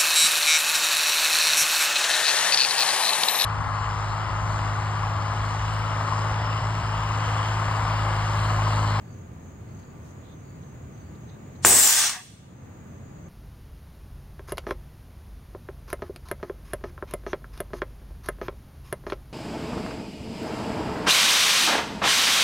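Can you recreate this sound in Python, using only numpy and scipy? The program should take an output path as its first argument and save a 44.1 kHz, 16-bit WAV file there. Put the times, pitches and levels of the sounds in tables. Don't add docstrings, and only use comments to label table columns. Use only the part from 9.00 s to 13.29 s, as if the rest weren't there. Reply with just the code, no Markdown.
import sys
import numpy as np
from scipy import signal
from scipy.fft import rfft, irfft
from scipy.io import wavfile

SR = 44100
rng = np.random.default_rng(int(sys.argv[2]) if len(sys.argv) > 2 else 0)


def dump(signal):
    limited = np.clip(np.atleast_2d(signal).T, -1, 1)
    pcm = np.round(limited * 32767).astype(np.int16)
    wavfile.write(sys.argv[1], SR, pcm)


N = 189008
TIME = np.arange(N) / SR
FREQS = np.fft.rfftfreq(N, 1 / SR)

# (frequency [Hz], relative level per Hz [dB])
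GARDEN_COLOUR = [(20, -24.5), (45, -13.5), (80, 0.5), (135, 0), (300, -11.5), (500, -17), (1200, -24.5),
                 (2100, -30), (3200, -38), (5500, -45.5), (7900, -40), (9700, -52.5), (12500, -49),
                 (15600, -43.5)]
# (frequency [Hz], correlation [-1 to 1])
GARDEN_LIKENESS = [(25, .75), (60, .92), (130, 1), (290, 0.77), (640, .15), (1410, -0.48), (3100, 0),
                   (15000, -0.068)]
# (frequency [Hz], level [dB])
MACHINE_HUM = [(118.4, -59), (1179, -69), (1222, -79)]
# (middle of first call [s], end of song [s], period [s], call length [s], pitch [Hz], level [dB])
CRICKET_SONGS = [(.17, 2.7, .301, .16, 6315, -66.5), (3.62, 4.4, 0.3115, .16, 6320, -68.5),
                 (.19, 4.4, .327, .22, 6880, -68)]
# (middle [s], half length [s], level [dB])
PURE_CHIRPS = [(0.097, .06, -69.5), (.8, 0.15, -73), (1.51, .09, -72), (2.05, 0.111, -74), (4.15, .12, -79)]
# (middle [s], length [s], centre [Hz], width [Hz], level [dB])
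HAND_RUBS = [(0.798, 0.019, 5000, 7000, -65), (1.08, .12, 5970, 5000, -65.5), (1.29, 0.18, 3600, 550, -65),
             (2.319, 0.12, 3820, 300, -67.5)]
# (middle [s], level [dB])
HANDLE_TICKS = [(.835, -66), (1.635, -68), (2.154, -67), (2.299, -60), (2.56, -65.5)]
# (frequency [Hz], time [s])
TREE_FADE = [(200, 1), (1200, 0.46), (3300, 0.78), (6000, 0.55), (9000, 0.6), (11500, .6), (15000, .5)]
# (frequency [Hz], correlation [-1 to 1])
JET_LIKENESS = [(100, 0.99), (2100, 0.98), (2800, 0.73), (3200, 0.015), (3800, 0.012), (5200, .6),
                (7400, 0.93), (9000, 0.8), (9800, 0.094), (11000, -0.43), (12400, 0.21), (15000, 0.7)]
# (frequency [Hz], relative level per Hz [dB])
FULL_TANK = [(30, -18), (130, -3.5), (400, -3), (800, -2), (1300, -5), (2000, -5.5), (3200, -7.5),
             (4600, -8), (6500, -0.5), (7600, 0.5), (9200, 3.5), (9800, -10.5), (15600, -24.5)]
# (frequency [Hz], relative level per Hz [dB])
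EMPTY_TANK = [(30, -23.5), (150, -17.5), (400, -20), (800, -7.5), (1700, -3.5), (2600, -5.5), (3600, -2.5),
              (4700, -3), (5700, 1), (7500, 0.5), (9200, 1), (9800, -11.5), (15600, -24)]
# (frequency [Hz], relative level per Hz [dB])
FIZZ_COLOUR = [(6000, -35.5), (9200, -8.5), (9700, 3), (11600, 4.5), (12350, 5), (12900, 6.5), (14300, 0),
               (15100, 3.5), (15500, 4.5)]
# (middle [s], half length [s], level against the flow [dB])
FIZZ_SPURTS = [(2.68, .022, -2.5), (2.84, .11, -3)]
# (frequency [Hz], width [Hz], level against the flow [dB])
VALVE_MODES = [(7160, 160, -16), (7940, 130, -18.5), (8850, 150, -12), (9280, 170, -13)]
# (middle [s], half length [s], width [Hz], level against the flow [dB])
WHISTLE_CATCHES = [(2.788, .16, 604, 0.5), (3.065, 0.026, 300, -4)]
# (frequency [Hz], width [Hz], level [dB])
BARREL_MODES = [(744.5, 25, -40), (926, 50, -42.5), (1110, 110, -39.5), (1690, 40, -37.5),
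                (1842, 55, -39.5), (1990, 83, -41.5), (2594, 66, -41), (2730, 47, -49), (3320, 70, -44)]

BANG_S = 2.6488
FLOW_DB, ATTACK_S, SAG_DB_PER_S = 1.1, 0.0034, 17
COLLAPSE_S, COLLAPSE_DB_PER_S2 = 2.9897, 882


def amp(db):
    return 10 ** (np.asarray(db) / 20)


def unit(x):
    return x / np.sqrt(np.mean(x ** 2) + 1e-20)


def read(points, hz):
    f, value = np.transpose(points)
    return np.interp(np.log(hz + 1), np.log(f + 1), value)


def lag(x, seconds):
    keep = np.exp(-1 / (abs(seconds) * SR))
    return signal.lfilter([1 - keep], [1, -keep], x)


def peak(hz, width_hz, freqs=FREQS):
    return 1 / (1 + ((freqs - hz) / (.78 * width_hz)) ** 2)


def noise(gain, likeness):
    a, b = rfft(rng.standard_normal((2, N)))
    correlation = np.clip(read(likeness, FREQS), -1, 1)
    mid = a * np.sqrt(1 + correlation)
    side = b * np.sqrt(1 - correlation)
    return unit(irfft(np.array([mid + side, mid - side]) * gain, N))


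def resonant_noise(modes, likeness):
    power = sum(amp(db) ** 2 * unit(peak(hz, width)) ** 2 for hz, width, db in modes)
    return np.sqrt(power.mean()) * noise(np.sqrt(power), likeness)


def wander(width_hz):
    return unit(irfft(rfft(rng.standard_normal(N)) * peak(0, width_hz), N))


def swell(middle_s, half_s):
    return np.exp(-((TIME - middle_s) / half_s) ** 2)


def fuzzy_tone(pitch_hz, width_hz, spread):
    turn = np.exp(2j * np.pi * np.cumsum(pitch_hz) / SR)
    mid, side = [(turn * (wander(width_hz) + 1j * wander(width_hz))).real for _ in range(2)]
    return np.array([mid + spread * side, mid - spread * side]) / np.sqrt(1 + spread ** 2)


def add_rustle(mix, middle_s, length_s, hz, width_hz, db, taper):
    size = max(int(length_s * SR), 64)
    spectrum = rfft(rng.standard_normal((2, SR))) * peak(hz, width_hz, np.arange(SR // 2 + 1))
    band = irfft(spectrum, SR)[:, :size]
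    rustle = amp(db) * unit(band) * signal.windows.tukey(size, taper)
    start = int(middle_s * SR) - size // 2
    part = mix[:, max(start, 0):start + size]
    part += rustle[:, max(-start, 0):][:, :part.shape[1]]


def garden(level_db=-42, sway_db=0.4, left_late_s=0.00019, waver_rad=.65,
           rise_s=1.0, rise_half_s=0.38, rise_hz=1000, rise_width_hz=700, rise_db=-63):
    air = amp(level_db + sway_db * wander(5.8)) * noise(amp(read(GARDEN_COLOUR, FREQS)), GARDEN_LIKENESS)
    rise = amp(rise_db) * swell(rise_s, rise_half_s) * noise(peak(rise_hz, rise_width_hz), GARDEN_LIKENESS)
    hum = 0
    for hz, db in MACHINE_HUM:
        phase = 2 * np.pi * hz * TIME + waver_rad * wander(4.9)
        hum = hum + amp(db) * np.sqrt(2) * np.sin(phase)
    left, right = air + rise + hum
    return np.array([np.roll(left, round(left_late_s * SR)), right])


def rasps(call_edge_s=.04, rasp_width_hz=90):
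    out = np.zeros((2, N))
    for first, end, period, length, hz, db in CRICKET_SONGS:
        from_middle = (TIME - first + period / 2) % period - period / 2
        calls = np.clip((length / 2 - abs(from_middle)) / call_edge_s, 0, 1)
        calls = calls * (TIME > first - period / 2) * (TIME < end)
        out += amp(db) * calls * fuzzy_tone(np.full(N, hz), rasp_width_hz, spread=0.98)
    return out


def chirps(chirp_hz=4580, chirp_width_hz=70, scoop_hz_per_s=1200):
    loudness = sum(amp(db) * swell(s, half) for s, half, db in PURE_CHIRPS)
    early_s = sum((s - TIME) * (TIME < s) * (TIME > s - 2 * half) for s, half, db in PURE_CHIRPS)
    return loudness * fuzzy_tone(chirp_hz - scoop_hz_per_s * early_s, chirp_width_hz, spread=0.87)


def insects(chorus_hz=6620, chorus_width_hz=480, chorus_db=-68.0, throb_hz=38, throb=0.17):
    chorus = amp(chorus_db) * noise(peak(chorus_hz, chorus_width_hz) ** 2, GARDEN_LIKENESS)
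    wing_strokes = 1 + throb * np.sin(2 * np.pi * throb_hz * TIME + wander(6.4))
    return (chorus + rasps() + chirps()) * wing_strokes


def hands(right_db=2.0, tick_length_s=0.022, tick_hz=3980, tick_width_hz=900):
    out = np.zeros((2, N))
    for row in HAND_RUBS:
        add_rustle(out, *row, taper=0.62)
    for s, db in HANDLE_TICKS:
        add_rustle(out, s, tick_length_s, tick_hz, tick_width_hz, db, taper=0.65)
    return out * amp([[-right_db], [right_db]])


def trees(x, echo_db=-19, build_s=0.018):
    taps = rng.standard_normal((2, SR))
    hz, t, bands = signal.stft(taps, SR, nperseg=256)
    decay = amp(-60 * t / read(TREE_FADE, hz)[:, None]) * (1 - np.exp(-t / build_s))
    tail = signal.istft(bands * decay, SR, nperseg=256)[1]
    tail = tail / np.linalg.norm(tail[0])
    return amp(echo_db) * signal.fftconvolve(x.mean(0)[None], tail, axes=1)[:, :N]


def nearby(x, apart=0.75, direct_db=-1.6):
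    t = np.arange(SR // 25) / SR
    shared, own = rng.standard_normal((2, len(t))) * (t > .001) * np.exp(-t / .012)
    taps = np.array([shared + apart * own, shared - apart * own])
    taps = amp(-6) * taps / np.linalg.norm(taps[0])
    return amp(direct_db) * (x + signal.fftconvolve(x, taps, axes=1)[:, :N])


def flow(collapse_s):
    age = np.maximum(TIME - BANG_S, 0)
    db = FLOW_DB - SAG_DB_PER_S * age - COLLAPSE_DB_PER_S2 * np.maximum(TIME - collapse_s, 0) ** 2
    return amp(db) * (1 - np.exp(-age / ATTACK_S))


def hoot(hoot_s=3.165, hoot_length_s=0.043):
    return resonant_noise(BARREL_MODES, JET_LIKENESS) * swell(hoot_s, hoot_length_s)


def whistle(start_hz=8010, sink_hz_per_s2=11600, build_s=.02, spread=.3):
    age = np.maximum(TIME - BANG_S, 0)
    pitch_hz = np.maximum(start_hz - sink_hz_per_s2 * age ** 2, 0)
    tone = 0
    for s, half, width, db in WHISTLE_CATCHES:
        tone = tone + amp(db) * swell(s, half) * fuzzy_tone(pitch_hz, width, spread)
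    return tone * (1 - np.exp(-age / build_s))


def fizz(steady_db=-11.5, left_db=.8):
    spurts = amp(steady_db) + sum(amp(db) * swell(s, half) for s, half, db in FIZZ_SPURTS)
    return spurts * noise(amp(read(FIZZ_COLOUR, FREQS)), JET_LIKENESS) * amp([[left_db], [-left_db]])


def jet(leak_s=2.622, leak_db=-32.5, half_empty_s=2.796, emptying_s=0.035, dull_hz=4280, linger_s=0.035,
        flutter_db=1.0, left_db=0.5):
    empty = .5 + .5 * np.tanh((TIME - half_empty_s) / (2 * emptying_s))
    full_roar = noise(amp(read(FULL_TANK, FREQS)), JET_LIKENESS) + resonant_noise(VALVE_MODES, JET_LIKENESS)
    spent_roar = noise(amp(read(EMPTY_TANK, FREQS)), JET_LIKENESS)
    roar = np.sqrt(1 - empty) * full_roar + np.sqrt(empty) * spent_roar
    dull_roar = signal.filtfilt(*signal.butter(2, dull_hz, fs=SR), roar)
    bright_air = roar - dull_roar + fizz() + whistle()
    air = bright_air * flow(COLLAPSE_S) + dull_roar * flow(COLLAPSE_S + linger_s)
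    air = air * amp(flutter_db * wander(170))
    leak = amp(leak_db) * spent_roar * np.interp(TIME, [leak_s, BANG_S], [0, 1], right=0)
    return (leak + air + hoot()) * amp([[left_db], [-left_db]])


def muzzle_shock(t, shock_db=15, push_s=0.00019, top_hz=2900, order=4):
    u = t / push_s
    shock = amp(shock_db) * (t > 0) * (1 - u) * np.exp(-u * u / 4)
    less_bass = shock - lag(shock, seconds=0.00041)
    return signal.lfilter(*signal.butter(order, top_hz, fs=SR), less_bass)


def valve_shriek(t, ring_db=6.5, ring_hz=7300, ring_s=0.0021, beat_hz=480, beat=0.28):
    ring = amp(ring_db) * t / ring_s * np.exp(1 - t / ring_s) * np.sin(2 * np.pi * ring_hz * t)
    ring = ring * (1 - beat * np.sin(2 * np.pi * beat_hz * t))
    return ring * amp([[0], [-2.5]])


def tank_recoil(t, thump_db=-10.5, thump_hz=110, thump_s=0.022, knock_db=-6, knock_hz=340, knock_s=0.0098,
                low_hz=45):
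    thump = amp(thump_db) * np.exp(-t / thump_s) * np.sin(2 * np.pi * thump_hz * t)
    knock = amp(knock_db) * np.exp(-t / knock_s) * np.sin(2 * np.pi * knock_hz * t)
    return signal.lfilter(*signal.butter(2, low_hz, "high", fs=SR), thump + knock)


def bang():
    t = np.maximum(TIME - BANG_S, 0)
    return muzzle_shock(t) + tank_recoil(t) + valve_shriek(t)


def scene():
    cannon = nearby(jet()) + bang()
    return garden() + insects() + hands() + trees(cannon) + cannon


def record(dry, threshold_db=-23.5, squeeze=0.62, recovery_db_per_s=19.0, sense_s=0.0051, attack_s=0.00047,
           ceiling=0.83, edge_hz=15850):
    power_db = 10 * np.log10(lag((dry ** 2).mean(0), sense_s) + 1e-12)
    cut_db = squeeze * np.maximum(power_db - threshold_db, 0)
    creep = recovery_db_per_s * TIME
    held_db = np.maximum.accumulate(cut_db + creep) - creep
    ducked = dry * amp(-lag(held_db, attack_s))
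    clipped = np.clip(ducked, -ceiling, ceiling)
    low_pass = signal.firwin(511, edge_hz, window=("kaiser", 9), fs=SR)
    return signal.oaconvolve(clipped, low_pass[None], "same")


dry = scene()
out = record(dry)
dump(out)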